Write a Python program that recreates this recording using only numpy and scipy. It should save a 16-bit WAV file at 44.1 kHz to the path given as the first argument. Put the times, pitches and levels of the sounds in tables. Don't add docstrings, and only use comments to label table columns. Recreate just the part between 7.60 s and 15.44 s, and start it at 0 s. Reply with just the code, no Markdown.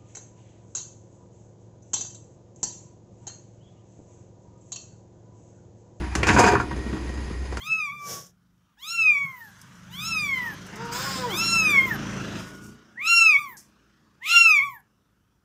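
import sys
import numpy as np
from scipy import signal
from scipy.fft import rfft, irfft, next_fast_len
from scipy.io import wavfile
from scipy.ndimage import uniform_filter1d, map_coordinates

SR = 44100
rng = np.random.default_rng(int(sys.argv[2]) if len(sys.argv) > 2 else 0)


def inscribe(sig):
    pcm = np.round(np.clip(np.atleast_2d(sig).T, -1, 1) * 32767)
    wavfile.write(sys.argv[1], SR, pcm.astype(np.int16))


N = 345744

# (start [s], crest [s], break [s], end [s], crest pitch [Hz], pitch before the break [Hz], jump [Hz],
#  end pitch [Hz], sag exponent [1], fundamental [dB], overtones [dB], loss below the crest [dB/Hz],
#  overtone loss at the start [dB], rasp [dB])
MEWS = [(-.04, .11, .305, .62, 1312, 1118, 65, 1105, 1.9, -41, -44.5, 0, -3, -64),
        (1.17, 1.33, 1.58, 1.91, 1376, 1135, 0, 770, 1.38, -39, -34, .023, 3, -51),
        (2.28, 2.5, 2.78, 2.95, 1342, 1028, -25, 780, 1.03, -37.5, -32, .016, 10, -46),
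        (3.65, 3.85, 4.215, 4.365, 1370, 1050, 50, 730, 1.9, -31.5, -26, .016, 8, -40),
        (5.355, 5.5, 5.772, 5.97, 1375, 1110, 118, 777, 3.1, -26.5, -23, .043, 36, -45),
        (6.6, 6.735, 7.014, 7.21, 1393, 1082, 100, 710, 2.08, -25.4, -22.5, .043, 15, -31)]
# (time [s], relative level [dB])
OCTAVE_LEVELS = [
    [(0.008, -45), (0.023, -55.5), (0.123, -20.5), (0.193, -30.5), (0.223, -25.5), (0.358, -46),
     (0.363, -39.5), (0.558, -59), (0.608, -78)],
    [(1.188, -63.5), (1.323, -34.5), (1.393, -20.5), (1.498, -15.5), (1.568, -24), (1.578, -21),
     (1.783, -52.5), (1.833, -42), (1.898, -54)],
    [(2.298, -62), (2.423, -38), (2.488, -37.5), (2.533, -28), (2.648, -25.5), (2.658, -30.5), (2.733, -25),
     (2.893, -33.5), (2.938, -45)],
    [(3.668, -62), (3.683, -45), (3.808, -29), (3.993, -20), (4.128, -21), (4.188, -13.0), (4.303, -40.5),
     (4.313, -22), (4.348, -35)],
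    [(5.368, -54), (5.378, -35.5), (5.518, -15.5), (5.623, -14), (5.638, -19.5), (5.663, -10.5),
     (5.773, -17.5), (5.798, -37), (5.958, -51.5)],
    [(6.608, -63), (6.623, -41.5), (6.718, -19.5), (6.728, -23.5), (6.768, -12), (6.993, -15.0),
     (7.128, -57), (7.168, -45), (7.198, -67)],
]
# (frequency [Hz], gain [dB])
THROAT_OPEN = [(3400, -7), (4150, -3), (4700, -3), (5400, 3), (6000, -9), (6800, -0.5), (7400, -19.5),
               (8000, -11), (9300, -20), (11700, -16), (13200, -26.5), (15000, -25)]
THROAT_CLOSED = [(2400, -10), (3400, 6), (4300, -15), (5700, -13), (7200, -13), (9300, -24), (11500, -18),
                 (14500, -15)]
# (frequency [Hz], level [dB])
RASP_COLOUR = [(500, -30), (1700, -21), (2500, 9), (3700, 4), (4600, -10), (5600, -11.5), (6900, -7.5),
               (9000, -16.5), (11500, -16), (15000, -16.5)]
BREATH_COLOUR = [(2000, -1), (3400, -0.5), (4300, -11.5), (6000, -1.5), (9000, -2.5), (11500, -3.5),
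                 (15000, -12.5)]
# (time [s], pitch [Hz], relative level [dB])
MEOW = [(3.141, 403.3, -46.5), (3.22, 466.6, -37.5), (3.331, 470, -40), (3.439, 542.5, -38.5),
        (3.53, 539.5, -39), (3.676, 476.7, -31), (3.74, 350, -35.5), (3.779, 342, -61)]
# (frequency [Hz], gain [dB])
MOTHER_THROAT = [(250, 4), (480, -1), (700, -8), (1000, 4.5), (1400, -4), (2000, -8), (3000, -9.5),
                 (3500, -4.5), (4400, -7.5), (5100, 2), (5800, -19), (7600, -7), (9000, -19.5),
                 (15000, -25.5)]
# (frequency [Hz], level [dB])
HISS_COLOUR = [(200, -15.5), (430, 5.5), (750, -3.5), (950, -9), (1600, -5), (2300, -16), (3300, -8),
               (4300, -13), (5500, 4.5), (6500, 3), (7800, -7.5), (10000, -11), (13000, -7.5),
               (15000, -13.5)]
SNARL_COLOUR = [(600, -8.5), (1100, 5), (2000, -1.5), (2900, -5), (3500, -12), (4200, -11), (5200, 9),
                (5700, -5), (7700, -0.5), (8800, -13.5), (10800, -21), (12300, -37.5), (14000, -2.5),
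                (15400, -11)]
# (time [s], relative level [dB], 60 dB decay time [s])
TICKS = [(.665, -50, .05), (2.015, -43.5, 0.033), (2.881, -48.5, 0.028), (3.065, -48, 0.071),
         (3.158, -42.5, 0.06), (3.25, -51, 0.2), (5.969, -43.5, .25)]
# (start [s], attack [s], hold [s], release [s], relative level [dB])
SHUFFLES = [(1.4, .15, 1.3, .6, -66), (4.6, .2, .26, .14, -58)]
# (frequency [Hz], level [dB])
PAW_COLOUR = [(1000, -21), (3500, -23.5), (5500, 3.5), (8000, -0.5), (11000, -5.5), (15000, -10)]
# (time [s], firing rate [Hz])
FIRING_RATE = [(0, 25.5), (2.5, 25.4), (3.5, 26.3), (4.4, 28.4), (4.8, 25.9), (5.2, 30.5), (7.84, 26.2)]
# (multiple of the firing rate [1], level [dB])
EXHAUST_HARMONICS = [(2, -6.5), (3, -6), (4, 0), (5, 0.5), (6, -10.5), (7, 5.5), (8, 0.5), (9, -14.5),
                     (10, -6), (11, -4), (12, -11.5), (14, -8), (16, -22)]
# (time [s], relative level [dB])
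LOW_RUMBLE_LEVEL = [(0, -61), (.98, -64), (1.2, -88), (1.4, -69), (1.8, -60), (2.2, -50), (2.5, -39.5),
                    (3.1, -46.5), (3.5, -39), (4.1, -39), (4.35, -34.5), (4.78, -37.5), (4.9, -47),
                    (5.1, -43.5), (5.24, -61.5), (5.75, -59.5), (6.3, -67.5), (7.84, -76)]
# (time [s], relative level [dB])
RUSH_LEVEL = [(0, -59), (.7, -77), (1.2, -72), (1.9, -53.5), (2.3, -53), (2.8, -43.5), (3.1, -43),
              (3.6, -37), (4.2, -38.5), (4.65, -36.5), (4.79, -37), (4.85, -43.5), (5.1, -55), (5.3, -61),
              (6.5, -67.5), (7.84, -77.5)]
# (frequency [Hz], level [dB])
RUSH_COLOUR = [(88, -36.5), (150, -8.5), (193, -8), (258, -11), (366, -13), (445, -14), (844, -22),
               (930, -15.5), (1480, -12.5), (2140, -22.5), (2980, -21.5), (4390, -29), (5870, -23.5),
               (10700, -47.5), (15500, -49)]
RUMBLE_COLOUR = [(30, -32.5), (60, -13), (130, 17), (220, 1), (400, -13), (900, -42.5), (3000, -94)]
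# (frequency [Hz], share [1])
BODY_BANDS = [(55, .6), (85, .09), (215, .2), (300, 1), (750, .67), (1000, .023)]
# (time [s], gain [dB])
BODY_GAIN = [(2.3, -10), (2.9, -0.5), (4.5, 3)]
# (time [s], level [dB], half length [s])
BUMPS = [(0.099, -53.5, 0.16), (.352, -48.5, .036), (0.544, -47.5, 0.097), (1.459, -53.5, 0.14),
         (1.658, -47, .05), (2.063, -57.5, 0.044), (5.016, -61.5, .06), (5.78, -52.5, 0.025),
         (7.061, -55.5, 0.082)]
# (frequency [Hz], level [dB])
BUMP_COLOUR = [(40, -27.5), (80, -10.5), (130, 4), (200, -1.5), (280, -21.5), (450, -25.5), (1500, -53.5)]
BACKGROUND_COLOUR = [(18, -46), (30, -23), (55, 2.5), (147, -5.5), (253, -9.5), (460, -22.5), (1170, -23.5),
                     (1270, -17.5), (2080, -34), (5300, -35), (15000, -36)]
# (frequency [Hz], 60 dB decay time [s])
ROOM_DECAY = [(200, 0.24), (2500, 0.22), (7000, 0.13), (15000, 0.067)]


def kitten():
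    breath = amp(-24) * noise(BREATH_COLOUR)
    rasp = noise(RASP_COLOUR) * amp(2 * wobble(260, np.arange(N) / SR))
    return amp(-.5) * sum(mew(row, octave, breath, rasp) for row, octave in zip(MEWS, OCTAVE_LEVELS))


def mew(row, octave_curve, breath, rasp):
    onset_hz, jump_s, poise_s, jaw_lag_s = 780, .018, .016, .03
    start, crest, crack, end, crest_hz, low_hz, jump_hz, end_hz, dome = row[:9]
    body_db, bright_db, slack_db_per_hz, soft_db, rasp_db = row[9:]
    i, gate = span(start, end)
    t = i / SR
    unclimbed = 1 - ramp(t, start, crest - start)
    sag = ramp(t, crest, crack - crest - poise_s)
    jump = ramp(t, crack, jump_s)
    trail = ramp(t, crack, end - crack)
    pitch = crest_hz - (crest_hz - onset_hz) * unclimbed ** 1.66 - (crest_hz - low_hz) * sag ** dome
    pitch += jump_hz * jump - (low_hz + jump_hz - end_hz) * trail ** 1.65
    effort_db = -slack_db_per_hz * (crest_hz - pitch)
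    fundamental_db = body_db + effort_db - 18.5 * unclimbed - 13 * trail ** 3 + 2.2 * wobble(45, t)
    muffled = 1 - ramp(t, start, crest - start + .094)
    lips_shut = 1 - ramp(t, start, .06)
    overtone_db = bright_db + effort_db - soft_db * muffled ** 2 - 23.5 * lips_shut
    overtone_db += 1.1 * wobble(35, t) - 7 * sag - 3 * jump - 30 * trail
    octave_db = curves(octave_curve, t)[0] - .7 + 1.5 * wobble(60, t)
    past_peak = t - crest + .035
    hoarse = amp(rasp_db) * np.exp(-(past_peak / np.where(past_peak < 0, .04, .085)) ** 2)
    closed_hz, open_hz = 1090, 1290
    earlier_pitch = np.interp(t - jaw_lag_s, t, pitch)
    mouth = np.clip((earlier_pitch - closed_hz) / (open_hz - closed_hz), 0, 1)
    strain = np.clip((pitch - earlier_pitch) / 100, 0, 1)
    jitter = .0027 * (wobble(260, t) + 1.3 * wobble(45, t)) + .015 * strain * wobble(450, t)
    phase = phase_of(pitch * (1 + jitter))
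    slow_phase = phase_of(.44 * pitch * (1 + .026 * wobble(200, t)))
    phase += amp(12) * hoarse * np.sin(slow_phase)
    fundamental = amp(fundamental_db) * np.sin(phase)
    octave = amp(octave_db + .6 * wobble(70, t)) * np.sin(2 * phase)
    leak = breath[i] * (1 - .4 * mouth)
    overtones = amp(overtone_db) * (throat(t, pitch, phase, mouth, trail) + leak)
    out = np.zeros(N)
    out[i] = gate * (np.sqrt(2) * (fundamental + octave + overtones) + hoarse * rasp[i])
    return out


def throat(t, pitch, phase, mouth, trail):
    k = np.arange(3, 17)[:, None]
    hz = k * pitch
    gains = amp(mouth * along(THROAT_OPEN, hz) + (1 - mouth) * along(THROAT_CLOSED, hz)) * (hz < SR / 2)
    gains /= np.linalg.norm(gains, axis=0)
    flutter_db = 3.3 * np.array([wobble(50, t) for _ in k])
    tilt_db = 3.5 * trail * (k - 3)
    return np.sum(gains * amp(flutter_db + tilt_db) * np.sin(k * phase), axis=0)


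def mother_meow(jitter=.007, doubling=.8, muffle_db_per_octave=-10.5):
    i, gate = span(MEOW[0][0], MEOW[-1][0])
    t = i / SR
    pitch, level_db = curves(MEOW, t)
    gape = ramp(t, start=3.315, length=.04) - ramp(t, start=3.575, length=.11)
    mouth = .22 + .78 * gape
    phase = phase_of(pitch * (1 + jitter * wobble(220, t)))
    voice = np.zeros(len(t))
    for k in np.arange(2, 58) / 2:
        muffle_db = muffle_db_per_octave * (1 - mouth) * np.log2(np.maximum(k * pitch / 1000, 1))
        strength = doubling * mouth if k % 1 else 1
        gain = strength * amp(along(MOTHER_THROAT, k * pitch) + muffle_db + 3.2 * wobble(45, t))
        voice += gain * np.sin(k * phase + rng.uniform(0, 2 * np.pi))
    airflow = swell(start=3.302, attack=.024, hold=.14, release=.42, db=-35)
    snarl = airflow * patchy(noise(SNARL_COLOUR), depth_db=-3.5)
    puffs = 1 + .83 * np.cos(phase / 2)
    out = np.zeros(N)
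    out[i] = gate * amp(level_db - 3) * voice + snarl[i] * puffs
    return out


def mother_hiss():
    return swell(start=.37, attack=.125, hold=.04, release=.18, db=-35) * noise(HISS_COLOUR)


def paws():
    t = np.arange(N) / SR
    ticks = sum((t >= onset) * amp(db - 60 * np.abs(t - onset) / t60) for onset, db, t60 in TICKS)
    shuffles = sum(swell(*row) for row in SHUFFLES) * amp(3 * wobble(26, t))
    return (ticks + shuffles) * noise(PAW_COLOUR) * amp(1.7 * wobble(600, t) - 1)


def engine_and_rumble(throb=.14, squeal_hz=1454):
    t = np.arange(N) / SR
    phase = phase_of(curves(FIRING_RATE, t)[0] * (1 + .0028 * wobble(7.4, t)))
    drone = sum(amp(db + 1.8 * wobble(7.5, t)) * np.sin(k * phase + rng.uniform(0, 2 * np.pi))
                for k, db in EXHAUST_HARMONICS)
    low_rumble = amp(curves(LOW_RUMBLE_LEVEL, t)[0]) * unit(unit(drone) + .4 * noise(RUMBLE_COLOUR))
    rush = amp(curves(RUSH_LEVEL, t)[0]) * patchy(noise(RUSH_COLOUR), depth_db=2.8)
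    rush *= 1 + throb * np.cos(phase)
    squeal = np.sin(phase_of(squeal_hz * (1 + .011 * wobble(77, t))))
    squeal *= swell(start=4.64, attack=.17, hold=.17, release=.36, db=-48)
    sound = low_rumble + rush + squeal
    body = filtered(sound, lambda hz: along(BODY_BANDS, hz))
    return sound + (amp(curves(BODY_GAIN, t)[0]) - 1) * body


def bumps():
    t = np.arange(N) / SR
    push = sum(amp(db) * np.exp(-((t - centre) / half) ** 2) for centre, db, half in BUMPS)
    return push * noise(BUMP_COLOUR)


def room(x):
    hz, t, spectrum = signal.stft(rng.standard_normal(SR // 2), SR, nperseg=256)
    decay = amp(-60 * t / along(ROOM_DECAY, hz)[:, None])
    tail = signal.istft(spectrum * decay, SR, nperseg=256)[1]
    tail = np.pad(tail, (SR // 200, 0))
    return signal.fftconvolve(x, tail / np.linalg.norm(tail))[:N]


def background():
    return amp(-70.5) * noise(BACKGROUND_COLOUR)


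def amp(db):
    return 10 ** (np.asarray(db) / 20)


def unit(x):
    return x / np.sqrt(np.mean(x ** 2) + 1e-20)


def phase_of(hz):
    return 2 * np.pi * np.cumsum(hz) / SR


def along(points, hz):
    frequencies, values = np.transpose(points)
    return np.interp(np.log(hz + 1), np.log(frequencies), values)


def curves(rows, t):
    times, *columns = np.transpose(rows)
    return [np.interp(t, times, column) for column in columns]


def ramp(t, start, length):
    return np.clip((t - start) / max(length, 1e-3), 0, 1)


def span(start, end):
    i = np.arange(max(0, int(start * SR)), min(N, int(end * SR)))
    return i, signal.windows.tukey(len(i), SR / 100 / len(i))


def swell(start, attack, hold, release, db, range_db=31.5):
    gain = np.zeros(N)
    i, gate = span(start, start + attack + hold + release)
    quiet = 1 - ramp(i / SR, start, attack) + ramp(i / SR, start + attack + hold, release) ** 1.3
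    gain[i] = gate * amp(db - range_db * quiet)
    return gain


def wobble(rate, t):
    knots = rng.standard_normal(int((t[-1] - t[0]) * rate) + 4)
    return map_coordinates(knots, [(t - t[0]) * rate])


def filtered(x, response):
    size = next_fast_len(N + SR // 2)
    return irfft(rfft(x, size) * response(np.fft.rfftfreq(size, 1 / SR)), size)[..., :N]


def noise(colour):
    return unit(filtered(rng.standard_normal(N), lambda hz: amp(along(colour, hz)) * hz / (hz + 20)))


def patchy(x, depth_db):
    spectrum = signal.stft(x, nperseg=1024)[2]
    drift = uniform_filter1d(rng.standard_normal(spectrum.shape), size=9, axis=0)
    drift = uniform_filter1d(drift, size=12, axis=1)
    return unit(signal.istft(spectrum * amp(depth_db * unit(drift)), nperseg=1024)[1][:N])


def scene():
    cats = kitten() + mother_meow() + mother_hiss() + paws()
    backdrop = engine_and_rumble() + background()
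    return (cats + amp(-12.5) * room(cats) + backdrop + bumps())[None]


def record(dry, cutoff_hz=15600):
    return filtered(dry, lambda hz: hz < cutoff_hz)


dry = scene()
out = record(dry)
inscribe(out)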